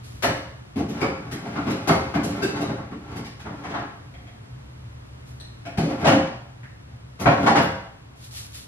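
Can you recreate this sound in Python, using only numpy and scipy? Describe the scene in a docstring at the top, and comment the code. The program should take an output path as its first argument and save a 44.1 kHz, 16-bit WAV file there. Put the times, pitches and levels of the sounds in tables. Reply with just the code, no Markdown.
"""Putting things away in a bathroom

Someone out of sight behind an open door puts things away in a tiled bathroom. Cupboard doors and drawers
knock, roll and slam: bursts of noise shake a ringing cabinet. Jars and other small things clink as sums of
fading tones, the cupboard air booms, and clothes swish as fine grains of noise. Knocks, rolls and clinks arrive
mostly as room echo made of fading noise. Filtered noise makes the ventilation rumble below it all.
"""
import sys
import numpy as np
from scipy import signal
from scipy.fft import rfft, irfft, next_fast_len
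from scipy.io import wavfile
from scipy.ndimage import uniform_filter1d

SR = 44100
rng = np.random.default_rng(int(sys.argv[2]) if len(sys.argv) > 2 else 0)


def generate_wav(signal):
    """Clip the signal to [-1, 1] and save it as 16-bit WAV at the path in sys.argv[1]."""
    frames = np.transpose(np.atleast_2d(signal))
    scaled = np.clip(frames, -1, 1) * 32767
    pcm = np.round(scaled).astype(np.int16)
    wavfile.write(sys.argv[1], SR, pcm)


N = 382347

# Tones of the small hard things that the list of taps names:
# (pitch_hz, level_db against each other, fade_s for a fall of 60 dB)
JAR = [(2264, 5, 0.024), (4800, -5.5, 0.013)]
BOTTLES = [(1573, 15, 0.08), (1570, 4, 0.063), (2660, 7.5, 0.11), (3600, 1, 0.093), (3880, -1, 0.1),
           (4750, 4.5, 0.076), (5460, -4, 0.05)]
CUP = [(1210, 1.8, 0.099), (3830, 0.19, 0.027)]
BOX = [(684, 1, 0.17), (1410, -9, 0.085)]
TUB = [(727, 3.5, 0.068), (2120, 16.5, 0.0044), (3210, 0, 0.03)]
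CATCH = [(4080, 20, 0.0098), (3900, 11, 0.0085), (1850, 8, 0.028), (5700, 7, 0.01), (8150, 11, 0.0064)]
CAP = [(1800, 0, 0.005)]
TIN = [(2118, 14, 0.062), (3340, 4, 0.05), (4430, 2, 0.11)]


def undb(db):
    """Turn a level in dB into a plain gain."""
    return 10 ** (np.asarray(db) / 20)


def level(x, db):
    """Scale a sound to an rms (average) level in dB."""
    return x * undb(db) / np.sqrt(np.mean(x ** 2))


def colour(x, points):
    """Filter by (Hz, dB) points joined by lines on a log-frequency axis."""
    hz, db = np.transpose(points)
    size = next_fast_len(len(x))
    bins = np.maximum(np.arange(size // 2 + 1) * SR / size, 1)
    gains = undb(np.interp(np.log(bins), np.log(hz), db))
    return irfft(rfft(x, size) * gains, size)[:len(x)]


def even(x, width_hz):
    """Level out chance peaks of the spectrum that are broader than the width."""
    spectrum = rfft(x)
    bins = int(width_hz * x.shape[-1] / SR) + 1
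    local_power = uniform_filter1d(np.abs(spectrum) ** 2, bins)
    return irfft(spectrum / np.sqrt(local_power), x.shape[-1])


def line(points):
    """Gain along (s, dB) points, practically silent outside them."""
    s, db = np.transpose(points)
    return undb(np.interp(np.arange(N) / SR, s, db, left=-200, right=-200))


def ring(modes, seconds=.5):
    """A struck thing's fading tones after one blow, scaled to unit energy."""
    t = np.arange(int(seconds * SR)) / SR
    y = 0
    for hz, db, t60 in modes:
        fade = np.exp(-np.log(1000) * t / t60)  # down 60 dB after t60 seconds
        y = y + undb(db) * np.sin(2 * np.pi * hz * t) * fade
    return y / np.sqrt(np.sum(y ** 2))


def through(x, response):
    """Let a sound excite a response (convolution), cut to the scene's length."""
    return signal.fftconvolve(x, response)[:N]


def grit(per_s, scatter_db):
    """Random small impacts of uneven size, rms 1."""
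    hits = (rng.random(N) < per_s / SR) * rng.standard_normal(N)
    unevenness = np.minimum(rng.exponential(size=N), 2)
    return level(hits * undb(scatter_db * unevenness), 0)


def knocks(sharpness=3.85, edge_s=0.002, count=4):
    """Doors, drawers and things set down: quickly dying bursts of contacts, taking turns at a few places."""
    # Blows: (start_s, panel_force_db, thud_db over panel, crack_db over panel, panel_pitch_hz,
    # hardness in dB per octave of treble tilt)
    blows = [(0.223, 11.5, -20, 1, 560, 3), (0.233, 17, -4.5, -5, 606, -3.5),
             (0.286, 4.5, 9, -7, 423, -2.5), (0.757, 3, 16, -6, 710, 1.5), (0.779, 8.5, 8, -11.5, 700, 1.5),
             (0.886, -1.5, 15, -1.5, 490, 3), (1.006, 13.5, 2.5, -9.5, 1060, 1.5),
             (1.02, 18.5, -11, -14, 465, -6.5), (1.312, -11.5, 20, 13.5, 538, 4),
             (1.453, -4.5, 13.5, -1, 750, -1), (1.556, 11, 3, -9.5, 1160, -5),
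             (1.666, 9.5, 11, -4.5, 790, -2.5), (1.697, 9.5, -19, -4.5, 445, 2.5),
             (1.873, 22, 0.5, -9, 745, 4), (1.885, 25, -9, -12.5, 385, -6.5),
             (1.945, 13.5, -6, -16, 407, -6.5), (2.139, 16, 2.5, -8, 700, -3), (2.232, 12.5, 3, -9, 490, 7),
             (2.423, 18.5, -4.5, -11.5, 388, 4.5), (2.555, 8, -0.5, -6, 905, -0.5),
             (2.604, 11, 3, -9, 650, 3), (2.685, 12.5, 6.5, -16.5, 450, -4),
             (2.778, 3, 2, -15.5, 1180, -10.5), (2.911, 2.5, 6, -12.5, 1190, -2),
             (3.157, 2.5, 8, -5, 910, 3.5), (3.245, -5.5, 4, 3, 1110, 2),
             (3.395, -16.5, -13, 10.5, 1020, 1.5), (3.451, 4.5, 3, -10, 850, -5.5),
             (3.493, -3, 7.5, -16, 850, -12), (3.637, 3, -22, -3, 850, -2.5), (3.694, 4, 4, -7, 600, -3),
             (3.738, 10, -8, -7, 810, -6), (3.785, 3, 0.5, -6.5, 804, -6.5),
             (5.652, -0.5, 0, -1, 670, -1.5), (5.773, 13.5, 2, -7, 746, 2),
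             (5.827, 9.5, 6.5, -13.5, 550, 3), (5.885, 9.5, 3, -12, 684, -2),
             (6.044, 27, -13, -11.5, 637, -2.5), (6.066, 25, -1, -5, 585, -1.5),
             (6.113, 23.5, 2.5, -11.5, 690, -3), (7.197, 11, -3.5, -9.5, 556, 6.5),
             (7.256, 30.5, -8, -13.5, 690, -7), (7.305, 19.5, 2.5, -14.5, 676, -1.5),
             (7.462, 32, -11.5, -13, 850, -2), (7.496, 18, -2, -25, 820, 3), (7.553, 26, -1.5, -7, 525, -2),
             (7.572, 24, 0, -13.5, 613, -3.5), (7.614, 12.5, -1, -28, 580, 12.5)]
    rattle_s = 0.0095  # time constant of the dying contacts
    thud_rise_s = 0.0041  # time constant: the carcass gives way slowly
    ripple_db, ripple_hz = 2.2, 130  # each struck edge has short resonances of its own: depth, spacing
    force, size = np.zeros((count, 3, N + SR)), SR // 5
    age_s = np.arange(size) / SR
    contacts = rng.standard_normal((len(blows), 3, size))
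    edge_hz = np.arange(ripple_hz, SR / 4, ripple_hz)
    ripples = rng.standard_normal((len(blows), len(edge_hz)))
    for k, (s, db, thud_db, crack_db, hz, tilt_db) in enumerate(blows):
        burst = even(contacts[k] * np.exp(-age_s / rattle_s), 48)
        burst[:, size // 2:] = 0  # no rattle outlasts a tenth of a second
        thud, panel, crack = burst
        thud = thud * (1 - np.exp(-age_s / thud_rise_s))
        # the spot that is struck favours the panel tones near one pitch
        panel = signal.lfilter(*signal.iirpeak(hz, sharpness, fs=SR), panel)
        # the hard edges meet a moment after the first push
        crack = crack * (1 - np.exp(-age_s / edge_s))
        # harder contacts tilt the crack towards the treble
        crack = colour(crack, [(700, -2 * tilt_db), (11200, 2 * tilt_db)])
        crack = colour(crack, np.transpose([edge_hz, ripple_db * ripples[k]]))
        crack = crack * undb(-ripple_db / 2)
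        gains = undb(db + np.array([[thud_db], [0], [crack_db]]))
        start = int(s * SR)
        force[k % count, :, start:start + size] += gains * np.array([thud, panel, crack])
    return [cabinet(*place[:, :N]) for place in force]


def cabinet(thud, panel, crack):
    """Forces on the frame (carcass), panels and hard surfaces, each through its own resonances."""
    # Tones of the frame and of its panels: (pitch_hz, level_db against each other, fade_s for 60 dB)
    carcass_modes = [(170.3, 1, 0.37), (221.8, 19, 0.045), (281.6, 17.5, 0.06), (295.6, 10, 0.084),
                     (345.6, 2.5, 0.14), (407, 4.5, 0.061)]
    panel_modes = [(404.4, 12.5, 0.03), (533, -5.5, 0.37), (574, -1, 0.17), (688.5, 9, 0.038),
                   (794, 11.5, 0.025), (882, -1, 0.018), (1095, 3.5, 0.052), (1351, 2, 0.091),
                   (2070, 0, 0.026)]
    # Colour of hard surfaces meeting: (frequency_hz, level_db per Hz, relative)
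    crack_colour = [(400, -14), (900, -2.5), (1500, -3.5), (2400, -8.5), (3300, -14.5), (5000, -18.5),
                    (8500, -30.5), (12000, -32.5), (15000, -65)]
    noise = colour(rng.standard_normal(SR), crack_colour)
    bright = colour(crack, crack_colour) / np.std(noise)  # the colour alone adds no loudness
    return through(thud, ring(carcass_modes)) + through(panel, ring(panel_modes)) + bright


def rolls(thud_db=-3, panel_db=-6):
    """Drawer runners and loose contents bump along as random impacts and shake the same cabinet."""
    # Hands rummaging in the open drawers: (time_s, level_db before the shares below)
    rummage = [(0.8, -73), (0.95, -25.5), (1.14, -38), (1.36, -35), (1.57, -28), (2.16, -33), (2.34, -25),
               (2.64, -27.5), (2.92, -47), (3.13, -29.5), (3.28, -52), (3.55, -37), (3.7, -30.5),
               (3.94, -49.5), (4.6, -55)]
    # Drawers on their rails: (start_s, length_s, end_level_db before the shares below,
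    # swell_db from start to end, a fall if negative)
    slides = [(5.707, 0.22, -23.5, 23), (5.941, 0.09, -15, 24), (7.191, 0.25, -38.5, -19),
              (7.366, 0.085, -13, 14)]
    hands_scrape_db, rails_scrape_db = -14, -15.5
    hands = line(rummage)
    rails = sum(line([(s, db - swell_db), (s + length, db)]) for s, length, db, swell_db in slides)
    body = (hands + rails) * grit(600, 2.9)
    scrape = undb(hands_scrape_db) * hands + undb(rails_scrape_db) * rails
    scrape = scrape * grit(2500, 3.1)
    return cabinet(undb(thud_db) * body, undb(panel_db) * body, scrape)


def clinks():
    """Small hard things: one sharp blow sets off each object's own fading tones."""
    # Small things struck: (start_s, blow_db, tones of the thing)
    taps = [(1.015, 2.5, JAR), (1.887, 4.5, TIN), (2.422, 6, BOTTLES), (2.621, -4, CUP), (4.14, -14.5, TUB),
            (4.27, -15.5, TUB), (5.401, -13, CATCH), (5.66, -3, BOX), (6.633, -11, CAP)]
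    out = np.zeros(N + SR)
    for s, db, modes in taps:
        start = int(s * SR)
        out[start:start + SR // 2] += undb(db) * ring(modes)
    return out[:N]


def booms():
    """A door swung quickly pushes the cupboard's air, which rings low after each soft, uneven push."""
    # Air pushes: (start_s, push_db)
    pushes = [(0.26, 9.5), (5.777, 15.5), (6.068, 6), (7.254, 20), (7.501, -11)]
    # Tones of the air inside: (pitch_hz, level_db against each other, fade_s for 60 dB)
    cavity_modes = [(97, -7, 0.36), (127, 11, 0.3), (161.7, 18, 0.19)]
    push_s = 0.031  # the push is strongest after half of this
    force, size = np.zeros(N + SR), SR // 5
    age = np.arange(size) / (push_s * SR)
    puffs = rng.standard_normal((len(pushes), size))
    for (s, db), puff in zip(pushes, puffs):
        start = int(s * SR)
        force[start:start + size] += undb(db) * even(puff * age * np.exp(-2 * age), 48)
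    # keep the low notes only
    return colour(through(force, ring(cavity_modes)), [(25, -14), (60, 0), (200, 0), (400, -30)])


def swish():
    """Cloth sliding on cloth: dense fine grains, each stroke swelling and fading."""
    # Strokes: (peak_s, peak_level_db, rise_s, fall_s)
    strokes = [(0.045, -54, 0.017, 0.41), (5.278, -57.5, 0.03, 0.18), (8.25, -46.5, 0.092, 0.11),
               (8.375, -37.5, 0.067, 0.15), (8.549, -41, 0.03, 0.18)]
    # Colour of the cloth: (frequency_hz, level_db per Hz, relative)
    cloth_colour = [(710, -42), (1200, -7.5), (4090, -0.5), (9030, -9), (11600, -5.5), (12300, -10),
                    (15000, -60)]
    span_db = 17.5  # how far a stroke swells and fades
    loudness = 0
    for s, db, rise, fall in strokes:
        loudness = loudness + line([(s - rise, db - span_db), (s, db), (s + fall, db - span_db)])
    return loudness * level(colour(grit(9600, 0.36), cloth_colour), 0)


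def vent():
    """Ventilation: broad air noise; the bass gathers on room resonances and so wavers."""
    # Colour of the air noise: (frequency_hz, level_db per Hz, relative)
    air_colour = [(12, -58), (20, -44), (37, -9), (50, -18), (59, 0), (92, -2.5), (124, 5.5), (151, -11.5),
                  (294, -15), (357, -21.5), (796, -26), (1110, -24), (11400, -49), (15000, -74)]
    # Room resonances in the rumble: (pitch_hz, width_hz, level_db)
    resonances = [(72, 4.6, -48.5), (122.5, 10.5, -44.5)]
    out = level(colour(rng.standard_normal(N), air_colour), -41.5)  # dB
    for hz, width, db in resonances:
        hum = signal.lfilter(*signal.iirpeak(hz, hz / width, fs=SR), rng.standard_normal(N))
        out = out + level(hum, db)
    return out


def room():
    """A weak direct path, then tile echo: noise that builds up round the door, each pitch band fading alone."""
    # How long the echo lasts: (frequency_hz, fade_s for 60 dB)
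    fades = [(60, 0.75), (125, 0.55), (250, 0.41), (500, 0.55), (1000, 0.66), (2000, 0.62), (4000, 0.62),
             (8000, 0.52), (16000, 0.12)]
    rise_s, direct_db = 0.0043, -11.5  # direct level before the final evening out
    early_db, early_s = 2, 0.033  # nearby walls: level over the tail, time constant
    t, out, air = np.arange(SR) / SR, 0, rfft(rng.standard_normal(SR))
    centres = np.log(np.transpose(fades)[0])
    log_hz = np.log(np.arange(len(air)) + 1)
    build = (1 - np.exp(-t / rise_s)) * (1 + undb(early_db) * np.exp(-t / early_s))
    # each row of the identity matrix picks out one band, overlapping its neighbours
    for share, (hz, t60) in zip(np.eye(len(fades)), fades):
        band = irfft(air * np.interp(log_hz, centres, share))
        fade = build * np.exp(-np.log(1000) * t / t60)
        out = out + band * fade / np.sqrt(np.sum(fade ** 2))
    out[0] = undb(direct_db)
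    return even(out, 24) * (np.arange(SR) < SR * .9)  # the echo stops at 0.9 s


def scene():
    """Mid (centre) and side (width) hear different echoes of each place; the microphone widens the treble."""
    # Stereo width of the knocks, rolls, clinks and cloth, then of the ventilation:
    # (frequency_hz, side_minus_mid_db)
    hits_width = [(60, -44), (110, -46), (200, -31), (380, -8), (690, -4.5), (1270, -1.5), (2340, 3.5),
                  (4320, 5), (7950, 8), (14600, 11)]
    vent_width = [(60, -67), (110, -26.5), (200, -5.5), (380, 2.5), (690, 5.5), (1270, 2), (2340, 5.5),
                  (4320, 7), (7950, 5.5), (14600, 11)]
    left_db = 0.34  # left over right
    places = knocks() + [rolls() + clinks()]
    # the knocks, rolls and clinks carry no deep bass: cut below 78 Hz
    places = signal.sosfilt(signal.butter(4, 78, "high", fs=SR, output="sos"), places)
    mid, side = (sum(through(dry, room()) for dry in places) + swish() for _ in range(2))
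    mid = mid + booms() + vent()
    side = colour(side, hits_width) + colour(vent(), vent_width)
    return np.array([mid + side, mid - side]) * undb(np.array([[left_db], [-left_db]]) / 2)


def record(dry):
    """Gain control eases down after loud passages; the recorder rounds the peaks and cuts the top."""
    knee_db, slope, memory_s = -35, 0.084, 1
    keep = np.exp(-1 / (memory_s * SR))
    power = signal.lfilter([1 - keep], [1, -keep], np.mean(dry ** 2, axis=0))
    eased = dry * (1 + power / undb(2 * knee_db)) ** -slope
    rounded = np.tanh(0.55 * eased) / 0.65
    top_cut = signal.ellip(8, .2, 70, 14700, fs=SR, output="sos")  # Hz
    return signal.sosfilt(top_cut, rounded)


dry = scene()
out = record(dry)
generate_wav(out)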